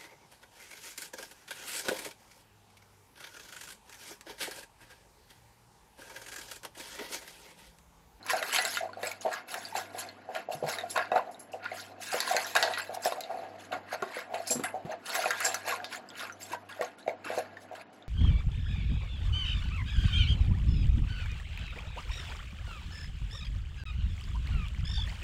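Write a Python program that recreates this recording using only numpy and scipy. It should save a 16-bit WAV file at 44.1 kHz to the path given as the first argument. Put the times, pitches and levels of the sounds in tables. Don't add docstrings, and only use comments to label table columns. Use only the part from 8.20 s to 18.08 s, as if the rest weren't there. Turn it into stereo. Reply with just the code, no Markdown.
import sys
import numpy as np
from scipy import signal
from scipy.fft import rfft, irfft, next_fast_len
from scipy.io import wavfile
from scipy.ndimage import uniform_filter1d, map_coordinates

SR = 44100
rng = np.random.default_rng(int(sys.argv[2]) if len(sys.argv) > 2 else 0)


def transcribe(signal):
    frames = np.atleast_2d(signal).T
    limited = np.clip(frames, -1, 1)
    pcm = np.round(limited * 32767).astype(np.int16)
    wavfile.write(sys.argv[1], SR, pcm)


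def linear_from_db(decibels):
    return 10 ** (np.asarray(decibels, float) / 20)


N = 435708

# pitch_hz, width_hz, level_db
TAGS = [(5360, 330, 2), (5880, 63, 4.5), (5040, 78, -3.5), (7430, 100, 5), (8200, 73, 5.5), (9130, 140, 3),
        (9700, 1300, -14.5), (10960, 99, 5), (12300, 130, -22)]
# pitch_hz, width_hz, level_db
HOLLOW = [(453.5, 63, -10.5), (531, 56, -7.5), (662.5, 59, 1.5), (720.6, 43, 3.5), (813, 120, -6.5)]
# pitch_hz, width_hz, level_db
WALL = [(1030, 21, -2), (1420, 31, 5), (1650, 10.6, 0.5), (1983, 7, -3), (2660, 35, 0), (3730, 43, 4),
        (4390, 136, -28)]
# frequency_hz, likeness (0 to 1)
FLOOR_ALIKE = [(60, .88), (290, .85), (700, .65), (1500, .1)]
# start_s, peak_db, pitch_hz, drag_s (the tongue dragging on after)
LEFT_THUDS = [(0.134, -19.5, 733, 0.17), (0.445, -29, 680, 0.1), (0.771, -31.5, 660, 0.062),
              (0.833, -26.5, 600, 0.034), (1.051, -23, 686, 0.17), (1.747, -31.5, 675, 0.24),
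              (2.089, -28, 730, 0.15), (2.287, -25, 686, 0.24), (2.426, -22, 567, 0.4),
              (2.759, -30.5, 675, 0.28), (2.918, -17.5, 695, 0.24), (2.961, -15, 740, 0.056),
              (3.337, -28.5, 693, 0.085), (3.517, -33, 635, 0.3), (3.943, -21.5, 582, 0.049),
              (4.146, -21, 720, 0.25), (4.357, -19, 760, 0.36), (4.435, -23.5, 755, 0.23),
              (4.694, -28, 660, 0.38), (4.857, -17.5, 700, 0.028), (5.103, -27, 770, 0.38),
              (5.231, -29, 710, 0.027), (5.527, -23.5, 710, 0.14), (5.824, -27, 700, 0.14),
              (6.31, -27.5, 600, 0.1), (6.542, -25.5, 670, 0.093), (7.058, -18.5, 722, 0.033),
              (9.176, -19.5, 606, 0.051), (9.513, -33.5, 714, 0.15)]
RIGHT_THUDS = [
    (1.552, -25.5, 815, 0.11),
    (4.921, -27.5, 636, 0.66),
    (5.728, -29, 686, 0.07),
    (5.968, -31.5, 540, 0.025),
    (7.476, -32.5, 638, .1),
    (8.61, -22, 594, 0.12),
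    (8.879, -20, 623, 0.076),
    (9.102, -27.5, 580, 0.27),
]


def unit(x):
    return x / np.sqrt(np.mean(x ** 2) + 1e-20)


def along(points, hz):
    f, v = np.transpose(points)
    return np.interp(np.log(hz + 1), np.log(f + 1), v)


def wobble(rate):
    knots = rng.standard_normal(int(N * rate / SR) + 4)
    return map_coordinates(knots, [np.arange(N) * rate / SR])


def filtered(x, response):
    m = next_fast_len(x.shape[-1] + 8192)
    spectrum = rfft(x, m) * response(np.fft.rfftfreq(m, 1 / SR))
    return irfft(spectrum, m)[..., :x.shape[-1]]


def resonances(modes):
    return lambda f: sum((-1) ** k * linear_from_db(db) * 1j * f * w / (c * c - f * f + 1j * f * w)
                         for k, (c, w, db) in enumerate(modes))


def diffuse(f):
    turn = np.arccos(along(FLOOR_ALIKE, f)) / 2
    return np.array([np.cos(turn), np.sin(turn)])


def by_bowl(left, right):
    return [(bowl, *row) for bowl, rows in enumerate([left, right]) for row in rows]


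def strike(bowls, s, bowl, sound):
    return bowls[bowl, round(s * SR):][:len(sound)]


def background():
    # frequency_hz, level_db (per Hz)
    air_colour = [(30, -17), (86, -17.5), (266, -5.5), (473, -9.5), (900, -13.5), (1430, -15.5),
                  (3500, -30), (7000, -41), (12000, -49), (16000, -49)]
    # pitch_hz, level_db (rms), phase_rad
    hums = [(98.76, -67.1, .4), (99.823, -69.9, 1.45), (200.99, -75, 0), (246.89, -72, 0), (296.26, -73, 0)]
    whistle = resonances([(2950, 70, 6)])
    air = linear_from_db(1.9 * np.sin(np.arange(N) / 8900.0)) * rng.standard_normal((2, N))
    mid, side = filtered(air, lambda f: linear_from_db(along(air_colour, f)) * abs(1 + whistle(f)) * diffuse(f))
    t = np.arange(N) / SR
    hum = sum(linear_from_db(db + 6.5) * np.cos(2 * np.pi * hz * t + phase) for hz, db, phase in hums)
    return linear_from_db(-56.5 + 0.13 * wobble(0.62)) * unit(np.array([mid + side, mid - side])) + hum


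def grains(per_s, spread_db, hiss):
    hit = rng.random(N) < per_s / SR * linear_from_db(np.minimum(5 * wobble(40), 5))
    force = linear_from_db(spread_db * np.minimum(rng.standard_normal(N), 1.6))
    size = signal.lfilter([1], [1, -np.exp(-1 / (0.00047 * SR))], hit * force)
    return unit((unit(size) + hiss) * rng.standard_normal(N))


def pings(per_s, centre_hz, cycles):
    draw = rng.standard_normal((int(per_s * N / SR), 2))
    hz = np.clip(centre_hz * np.exp(0.537 * draw[:, :1]), 900, 14000)
    t = np.arange(256) / SR
    force = linear_from_db(5 * np.minimum(draw[:, 1:], 1.5))
    wave = force * np.exp(-t * hz / cycles) * np.sin(2 * np.pi * hz * t)
    at = rng.integers(N, size=(len(hz), 1)) + np.arange(len(t))
    return unit(np.bincount(at.ravel(), wave.ravel(), N)[:N])


def patchy(x, depth_db):
    z = signal.stft(x, nperseg=256)[2]
    field = uniform_filter1d(uniform_filter1d(rng.standard_normal(z.shape), 4, 0), 9, 1)
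    return signal.istft(z * linear_from_db(depth_db * unit(field)), nperseg=256)[1][:N]


def stroke_gain(rows, swing_db):
    s, db, rise, fall = np.transpose(rows)[:, :, None]
    t = np.arange(0, N, 16) / SR
    gain = linear_from_db(db - swing_db * np.maximum((s - t) / rise, (t - s) / fall))
    return np.interp(np.arange(N) / SR, t, np.sqrt(np.sum(gain ** 2, axis=0)))


def efforts():
    # peak_s, scrape_db, rise_s, fall_s, dry_db (dry shuffle over scrape)
    tongue_sweeps = [(0.1, -30, 0.068, 0.39, -4.5), (0.349, -31, 0.18, 0.29, 1.5),
                     (0.559, -48, 0.53, 0.12, 15), (0.872, -40, 0.14, 0.14, 2), (1.018, -53.5, 0.019, 0.1, 13),
                     (1.14, -30, 0.11, 0.11, -11.5), (1.29, -44.5, 0.025, 0.83, 3.5),
                     (1.57, -33.5, 0.055, 0.12, 0.5), (1.8, -40, 0.11, 0.16, 1),
                     (2.16, -37.5, 0.055, 0.12, -9), (2.325, -49, 0.025, 0.19, 7.5),
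                     (2.49, -34.5, 0.053, 0.24, 0), (2.704, -60, 0.061, 0.19, 16.5),
                     (2.764, -25.5, 0.019, 0.16, -18.5), (2.98, -36, 0.099, 0.079, -19),
                     (3.452, -40.5, 0.077, 0.3, -35), (3.59, -46.5, 0.17, 0.19, 5.5),
                     (3.822, -49.5, 0.037, 0.84, 10.5), (3.941, -35, 0.12, 0.56, -2.5),
                   (4.1, -37, 0.088, 0.94, 1.5), (4.36, -30.5, 0.016, 0.41, -8.5),
                   (4.583, -35.5, 0.029, 0.094, -1.5), (4.747, -49, 0.022, 0.046, 13.5),
                   (4.85, -35.5, 0.049, 0.22, 0), (5.103, -53.5, 0.033, 0.61, -6.5),
                   (5.4, -54.5, 0.071, 0.38, -1), (5.524, -27, 0.011, 0.062, -18.5),
                   (5.737, -34, 0.1, 0.05, -10), (5.987, -37, 0.32, 0.13, -9),
                   (6.146, -46.5, 0.014, 0.5, -2), (6.316, -50, 0.17, 0.096, 9.5),
                   (6.446, -28.5, 0.017, 0.077, -39), (6.725, -38.5, 0.054, 0.05, -24),
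                     (6.863, -42, .03, 0.65, 2), (6.95, -32.5, 0.13, 0.62, -1.5), (7.256, -31, 0.21, 0.24, -4),
                  (7.493, -28, 0.075, 0.14, -4), (7.735, -33.5, 0.053, 0.094, -3.5),
                  (7.982, -54, 0.044, 0.3, 9.5), (8.042, -35.5, 0.18, 0.084, -12),
                  (8.221, -58, 0.049, 0.29, 14), (8.33, -40, 0.079, 0.04, -6),
                  (8.492, -44, 0.0084, 0.26, -7), (8.623, -39, 0.021, 0.12, -3.5),
                  (8.786, -62, 0.016, 0.16, 6), (9.047, -38.5, 0.011, 0.35, -14.5),
                  (9.19, -40.5, 0.19, 0.082, -1.5), (9.424, -68.5, 0.1, 0.08, 13),
                  (9.553, -45.5, 0.0094, 0.078, -2.5), (9.619, -50.5, 0.23, 0.021, -11),
                  (9.73, -70.5, 0.0077, 0.16, 13)]
    # peak_s, level_db, fall_s
    shoves = [(0.389, -35.5, 0.098), (0.646, -33, 0.079), (0.874, -37.5, 0.024), (1.337, -44, 0.29),
              (2.196, -38, 0.022), (4.15, -22.5, 0.068), (6.136, -38, 0.26), (6.728, -30.5, 0.038),
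              (6.985, -34.5, 0.27), (7.273, -36, 0.2), (7.503, -37.5, 0.41), (8.349, -33.5, 0.0097)]
    shove_rise_s, thud_rise_s = 0.091, 0.017
    after_thud_db = -11.5
    swing_db, dry_swing_db = 31, 35.5
    rest_press_db, rest_scrape_db = -59.5, -62.5
    strokes = [(s + thud_rise_s / 2, db + after_thud_db, thud_rise_s, drag)
               for s, db, hz, drag in LEFT_THUDS + RIGHT_THUDS]
    strokes += [(s, db, shove_rise_s, fall) for s, db, fall in shoves]
    press = stroke_gain(strokes, swing_db)
    sweeps = tongue_sweeps
    scrape = stroke_gain([(s, db, rise, fall) for s, db, rise, fall, dry_db in sweeps], swing_db)
    shuffle = stroke_gain([(s, db + dry_db, rise, fall) for s, db, rise, fall, dry_db in sweeps], dry_swing_db)
    return press + linear_from_db(rest_press_db), scrape + linear_from_db(rest_scrape_db), shuffle


def pushing(boom_share_db, rasp_share_db):
    # frequency_hz, level_db (per Hz)
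    rasp_colour = [(150, -76), (400, -7.5), (900, -5), (1650, -2), (3000, -9), (5000, -12.5), (8000, -47)]
    # frequency_hz, level_db (per Hz)
    rattle_colour = [(500, -59), (2000, -7), (3600, 2), (5000, -3), (7000, -3), (10500, 0.5), (13500, -7),
                     (15800, -14)]
    slide = patchy(grains(per_s=260, spread_db=1.5, hiss=0.9), depth_db=2.5)
    boom = unit(filtered(slide, resonances(HOLLOW)))
    food = patchy(grains(per_s=990, spread_db=3.5, hiss=0.05), depth_db=5.5)
    wall, tinkle = resonances(WALL), resonances(TAGS)
    rasp = food + 0.8 * pings(per_s=400, centre_hz=2024, cycles=8.8)
    rasp = unit(filtered(rasp, lambda f: linear_from_db(along(rasp_colour, f)) * (1 + 1.81 * wall(f))))
    rattle = food + 1.1 * pings(per_s=580, centre_hz=6404, cycles=12)
    rattle = unit(filtered(rattle, lambda f: linear_from_db(along(rattle_colour, f)) * (1 + tinkle(f))))
    press, scrape, shuffle = efforts()
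    rough = scrape * rasp + shuffle * rattle
    boom_gain = linear_from_db(boom_share_db + 2.86 * wobble(30))
    rough_gain = linear_from_db(rasp_share_db + 0.55 * wobble(30))
    return boom_gain * press * boom + rough_gain * rough


def touches(left, right, rise_s, edge, tail):
    bowls, t = np.zeros((2, N + SR)), np.arange(SR // 20) / SR
    for bowl, s, db, hz in by_bowl(left, right):
        rise = rise_s * np.sqrt(1000 / hz)
        swell = (t / rise * np.exp(1 - t / rise)) ** 2
        ring = tail * (1 - np.exp(-t / rise)) ** 2 * linear_from_db(-60 * t / 0.069)
        click = edge * np.exp(-t * hz * 1.5) * np.sin(2 * np.pi * 1.8 * hz * t)
        touch = (swell + ring) * np.sin(2 * np.pi * hz * t) + click
        strike(bowls, max(s - rise, 0), bowl, touch)[:] += linear_from_db(db) * touch
    return bowls[:, :N]


def ticks():
    # peak_s, level_db, pitch_hz
    left_ticks = [(0.0298, -40, 4120), (0.4521, -24.5, 4200), (0.7329, -43.5, 4400), (0.8715, -31.5, 2460),
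                  (0.9172, -28.5, 2280), (1.088, -26, 705), (1.1407, -39, 6800), (1.7937, -32.5, 7440),
                  (1.8895, -35.5, 4240), (2.3198, -33.5, 2770), (2.539, -30.5, 2100), (2.6115, -30, 3670),
                  (2.777, -32.5, 5100), (3.1463, -41, 3760), (3.5171, -32.5, 2100), (3.9184, -33, 2670),
                  (3.9322, -24, 1450), (4.1665, -22.5, 4170), (4.4285, -22.5, 4300), (4.837, -32, 5040),
                  (5.0097, -33, 3980), (5.038, -31.5, 3850), (6.3013, -33.5, 2450), (6.4457, -29, 2050),
                  (6.9021, -30, 4330), (6.9319, -40, 4470), (7.0581, -24.5, 2490), (7.2287, -32, 7200),
                  (7.3615, -34, 4390), (7.4921, -33.5, 7500), (7.5124, -32, 2610), (7.5262, -39, 3930),
                  (7.8904, -37.5, 5040), (7.9042, -32, 3400), (8.0994, -27, 1410), (8.3519, -31, 1540),
                  (8.6153, -30, 1950), (9.3714, -33.5, 1780)]
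    right_ticks = [(0.1047, -35, 5950), (0.3265, -26, 7900), (0.328, -30, 1640), (0.451, -23, 7640),
                   (0.4805, -30, 1590), (0.734, -37.5, 1440), (0.8707, -23, 7900), (0.8722, -28, 5140),
                   (1.0113, -32, 6600), (1.453, -26.5, 4670), (1.581, -28, 7200), (2.8258, -27.5, 1653),
                   (2.9618, -22.5, 1340), (2.979, -25.5, 1470), (3.334, -36.5, 2740), (3.461, -25.5, 1470),
                   (3.92, -29, 4900), (4.076, -28, 1590), (4.0923, -27, 1620), (4.2456, -26, 5650),
                   (4.248, -31, 1690), (4.2761, -33, 4090), (4.3638, -12.5, 1630), (4.4773, -24.5, 1580),
                   (4.5759, -26, 1450), (4.5987, -25, 1586), (4.6171, -33, 7600), (4.7484, -36, 5640),
                   (4.8515, -19, 5400), (4.853, -30, 7960), (4.8562, -27, 1740), (5.826, -25.5, 1390),
                   (5.965, -34, 1530), (5.977, -35, 2000), (6.265, -37, 5040), (6.396, -39, 1300),
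                   (6.7193, -37, 6200), (7.0425, -24.5, 1360), (7.254, -19, 7200), (7.265, -23.5, 1630),
                   (7.3469, -21.5, 5990), (7.501, -29, 1540), (7.6028, -33.5, 1604), (7.889, -42, 7750),
                   (8.1247, -35, 6000), (8.231, -30, 7450), (8.648, -35, 6500), (8.829, -46, 4050),
                   (9.8254, -44.5, 3600),
                   (7.9555, -40, 2970),
        (7.988, -44, 4500),
        (8.526, -39, 3440),
        (8.895, -31.5, 2200),
    ]
    return touches(left_ticks, right_ticks, rise_s=0.002054, edge=0.65, tail=0.2)


def knocks():
    # start_s, peak_db, pitch_hz, bright_db (bright part)
    left_knocks = [(0.1045, -20, 1540, -7), (0.3251, -32, 1650, -18), (0.3865, -13, 1750, -20),
                   (0.4515, -15, 1490, -13), (0.549, -23, 3380, -36), (0.9145, -37, 2480, 0),
                   (1.5509, -25, 1080, -28), (2.1505, -25, 2660, -18), (2.5859, -21.5, 1730, -21),
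                   (2.7606, -30.5, 1040, -11), (2.9582, -19.5, 1150, -49), (3.4434, -29, 1470, -26),
                   (4.004, -16.5, 4440, -9), (4.1661, -11.5, 1870, -17), (4.3531, -10, 1070, -18.5),
                   (4.5365, -19.5, 3450, -31), (4.575, -18.5, 1560, -29), (5.007, -33, 4500, -2.5),
                   (5.038, -35, 3530, -34), (5.5204, -33, 1110, -18), (5.8232, -28, 1120, -16),
                   (6.1436, -24.5, 2720, -23), (6.3959, -48, 1170, 6), (6.9307, -34, 1670, -34),
                   (7.0569, -19.5, 1440, -44), (7.1067, -14, 1680, -15), (7.3442, -18, 1420, -6.5),
                   (8.6113, -24, 1900, -19.5), (8.8775, -27.5, 2240, -36.5), (8.328, -29.5, 990, -60)]
    right_knocks = [(0.064, -33, 1650, 1), (0.227, -19.5, 1670, -15.5), (0.5713, -18.5, 1870, -23),
                    (0.831, -22.5, 1940, -14), (1.342, -22, 1730, -5), (2.776, -16, 1040, -18.5),
                    (0.361, -20, 3050, -25), (1.8878, -37.5, 3380, -36), (2.9173, -20, 1070, -42),
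                    (3.455, -25, 1830, -49), (4.365, -11.5, 1610, -8.5), (4.4268, -11.5, 4390, -12),
                    (4.9227, -22.5, 1030, -13.5), (6.4376, -22, 1560, -10), (6.9521, -18, 1630, -8),
                    (7.204, -22.5, 1400, -2), (7.644, -26.5, 4390, -12.5), (9.3732, -42, 1840, -24)]
    bowls, t = np.zeros((2, N + SR)), np.arange(SR // 5) / SR
    bright = signal.butter(2, [4500, 12500], "bandpass", fs=SR, output="sos")
    snap = signal.butter(2, [800, 5000], "bandpass", fs=SR, output="sos")
    for bowl, s, db, hz, bright_db in by_bowl(left_knocks, right_knocks):
        strengths, pitches = rng.normal(0, 4, len(WALL)), rng.normal(1, .03, len(WALL))
        ring = sum(linear_from_db(level + g) * np.exp(-np.pi * 1.4 * width * t) * np.sin(2 * np.pi * c * p * t)
                   for (c, width, level), g, p in zip(WALL, strengths, pitches))
        noise = rng.standard_normal((3, len(t)))
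        scatter = (linear_from_db(-60 * t / 0.012) + 0.15 * linear_from_db(-60 * t / 0.12)) * noise[:2]
        near_note = signal.butter(2, [hz * 0.78, hz * 1.21], "bandpass", fs=SR, output="sos")
        note = signal.sosfilt(near_note, scatter[0] + 0.25 * linear_from_db(-60 * t / 0.22) * noise[2])
        crack = signal.sosfilt(snap, linear_from_db(-60 * t / 0.0033) * noise[2])
        spray = signal.sosfilt(bright, scatter[1])
        knock = linear_from_db(-20.0) * ring + linear_from_db(5.0) * note
        knock += linear_from_db(9.5 + 0.42 * bright_db) * crack + linear_from_db(bright_db + 2.5) * spray
        strike(bowls, s, bowl, knock)[:] += linear_from_db(db) * knock
    return signal.sosfilt(signal.butter(2, 450, "highpass", fs=SR, output="sos"), bowls[:, :N])


def laps():
    # peak_s, level_db, pitch_hz
    left_laps = [(0.4477, -40, 715), (0.7786, -33, 660), (2.3075, -23, 673), (2.6398, -24, 690),
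                 (2.777, -18.5, 661), (2.7791, -24, 1100), (2.9867, -25, 646), (3.5222, -31, 710),
                 (3.93, -25, 760), (4.4379, -19.5, 694), (4.9843, -27, 715), (5.514, -31, 690),
                 (6.979, -32, 680), (9.1784, -25.5, 584)]
    right_laps = [(0.1081, -27, 1030), (0.222, -29, 637), (0.3897, -27.5, 737), (0.6117, -27.5, 680),
                  (0.6356, -27.5, 676), (0.6596, -27, 673), (0.8802, -32.5, 700), (1.5282, -35, 880),
                  (1.5782, -30.5, 770), (2.1631, -25, 680), (2.3423, -28.5, 697), (2.7624, -23, 1030),
                  (2.7937, -31, 1030), (2.8031, -28, 716), (3.8059, -38, 704), (4.0795, -28.5, 1030),
                  (4.1143, -20, 720), (4.1905, -31, 830), (4.3552, -25.5, 1100), (4.747, -36, 780),
                  (4.8755, -23, 707), (5.1447, -31, 730), (5.1766, -32, 705), (5.8268, -30, 400),
                  (5.8282, -29, 1090), (6.2048, -29.5, 674), (6.3985, -39, 420), (6.4472, -30, 713),
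                  (6.5618, -33, 760), (6.6982, -32, 643), (6.7258, -43, 716), (6.7396, -32, 683),
                  (6.9936, -26, 696), (7.077, -32, 780), (7.2105, -27, 1350), (7.27, -27, 692),
                  (7.2838, -28.5, 704), (7.4964, -31.5, 683), (7.5254, -27, 1090), (7.5421, -28, 1030),
                  (8.3367, -26, 975), (8.626, -32, 1120),
                  (.695, -38, 1010),
        (2.995, -25.5, 1020),
        (8.598, -29.5, 608),
        (8.867, -32.5, 677),
    ]
    return touches(left_laps, right_laps, rise_s=0.00411, edge=0.02, tail=0.071)


def thuds():
    bowls, t = np.zeros((2, N + SR)), np.arange(SR // 5) / SR
    for bowl, s, db, hz, drag in by_bowl(LEFT_THUDS, RIGHT_THUDS):
        swell = 1.63 * (t / 0.0021 * np.exp(1 - t / 0.0019)) ** 2 * np.sin(2 * np.pi * hz * t)
        hum = sum(linear_from_db(level + 1.6 * rng.normal()) * np.exp(-np.pi * .8 * width * t)
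                  * np.sin(2 * np.pi * c * hz / 690 * rng.normal(1, 0.022) * t) for c, width, level in HOLLOW)
        thud = linear_from_db(db + 1.5) * (swell + 0.076 * hum * (1 - np.exp(-t / 0.0035)) ** 2)
        strike(bowls, s, bowl, thud)[:] += thud
    return bowls[:, :N]


def bumps():
    # start_s, peak_db, pitch_hz
    pushes = [
        (2.351, -43, 155),
        (2.438, -36, 156),
        (5.537, -40.5, 275),
        (5.822, -37, 371),
        (6.305, -39, 253),
        (6.356, -30.5, 246),
        (6.397, -32.5, 275),
        (6.651, -35, 174),
        (8.312, -45.5, 316),
        (9.06, -42, 300),
    ]
    out, t = np.zeros(N + SR), np.arange(SR // 5) / SR
    for s, db, hz in pushes:
        glide = t + 0.00053 * (1 - np.exp(-t / 0.0013))
        body = linear_from_db(-60 * t / 0.12) * np.sin(2 * np.pi * hz * glide)
        body += 0.56 * linear_from_db(-60 * t / 0.04) * np.sin(2 * np.pi * 1.85 * hz * t)
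        rub = filtered(linear_from_db(-60 * t / 0.2) * rng.standard_normal(len(t)), resonances([(hz, 1.3 * hz, 7)]))
        out[round(s * SR):][:len(t)] += linear_from_db(db + 2.0) * (body + rub)
    return out[:N]


def tags():
    # start_s, peak_db
    jingles = [(3.111, -41.5), (3.193, -39.5), (3.318, -40.5), (4.819, -35), (4.856, -26), (2.7, -29),
               (6.271, -24), (6.304, -13), (9.046, -43), (6.434, -31), (7.245, -18), (8.213, -44)]
    out, t = np.zeros(N + SR), np.arange(SR // 3) / SR
    for s, db in jingles:
        decay = linear_from_db(-60 * t / 0.0029) + 0.43 * linear_from_db(-60 * t / 0.18)
        chatter = decay * (1 - np.exp(-t / 0.0018)) * rng.standard_normal(len(t))
        discs = resonances([(hz, width, level + rng.normal(0, 5.5)) for hz, width, level in TAGS])
        jingle = filtered(chatter, lambda f: discs(f) + 0.27 * (abs(f - 8500) < 4500))
        out[round(s * SR):][:len(t)] += linear_from_db(db + 3.5) * jingle
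    return out[:N]


def room(x):
    # frequency_hz, t60_s
    decay_times = [(200, 0.13), (1000, 0.13), (4000, 0.057), (12000, 0.032)]
    hz, t, z = signal.stft(rng.standard_normal((2, SR // 2)), SR, nperseg=256)
    tail = signal.istft(z * linear_from_db(-60 * t / along(decay_times, hz)[:, None]), SR, nperseg=256)[1]
    mid, side = filtered(tail / np.linalg.norm(tail[0]), diffuse)
    late = np.pad(x, (130, 0))[None]
    return signal.fftconvolve(late, [mid + side, mid - side], axes=1)[:, :N]


def placed(x, lag, pan_db):
    step = linear_from_db([[pan_db / 2], [-pan_db / 2]])
    return filtered(x, lambda f: step * np.exp([[1j], [-1j]] * (np.pi * f * lag)))


def scene():
    lags = [0.000448, -0.000053]
    left, right = knocks() + thuds() + laps() + ticks()
    left = left + pushing(boom_share_db=-6, rasp_share_db=-3.5) + tags()
    right = right + pushing(boom_share_db=-1.5, rasp_share_db=-5.5) + bumps()
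    direct = placed(left, lags[0], pan_db=4.5) + placed(right, lags[1], pan_db=-3.5)
    return direct + linear_from_db(-8) * room(left + right) + background()


def thinned(x, share_db, mask_db, faint_db):
    hz, _, z = signal.stft([x[0] + x[1], x[0] - x[1]], SR, nperseg=1024)
    power = np.add.reduceat(abs(z) ** 2, np.arange(0, len(hz), 16), axis=1)
    top = (hz[::16] > 13000)[:, None]
    drowned = linear_from_db(2 * share_db) * power.sum(0) + linear_from_db(2 * mask_db) * power.sum((0, 1)) * top + linear_from_db(2 * faint_db)
    bar = drowned * linear_from_db(8.0 * uniform_filter1d(rng.standard_normal(power.shape), size=6, axis=2))
    treble = power[:, 8:].sum((0, 1))
    bar *= linear_from_db(-25 * (treble > 2.5 * np.roll(treble, 2)))
    keep = np.repeat(power > bar, 16, axis=1)[:, :len(hz)] | (hz < 5600)[:, None]
    total, apart = signal.istft(z * keep, SR, nperseg=1024)[1][:, :N]
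    return np.array([total + apart, total - apart]) / 2


def low_pass(x):
    return signal.sosfilt(signal.butter(12, 16990, fs=SR, output="sos"), x)


def record(dry):
    split = lambda f: 1 / (1 + (f / 5900) ** 16)
    turn = lambda f: np.pi * (f - 6900) / 4510
    x = filtered(dry, split)
    x = x + filtered(linear_from_db(0.5) * dry[0], lambda f: (1 - split(f)) * np.exp([[-1j], [1j]] * turn(f)))
    x = x + filtered(0.12 * dry[1], lambda f: 1 - split(f))
    x = filtered(x, lambda f: (f < 15800) / (1 + (80 / (f + 1)) ** 2))
    mix = thinned(x, share_db=-6.5, mask_db=-37.5, faint_db=-87)
    return low_pass(mix)


dry = scene()
out = record(dry)
transcribe(out)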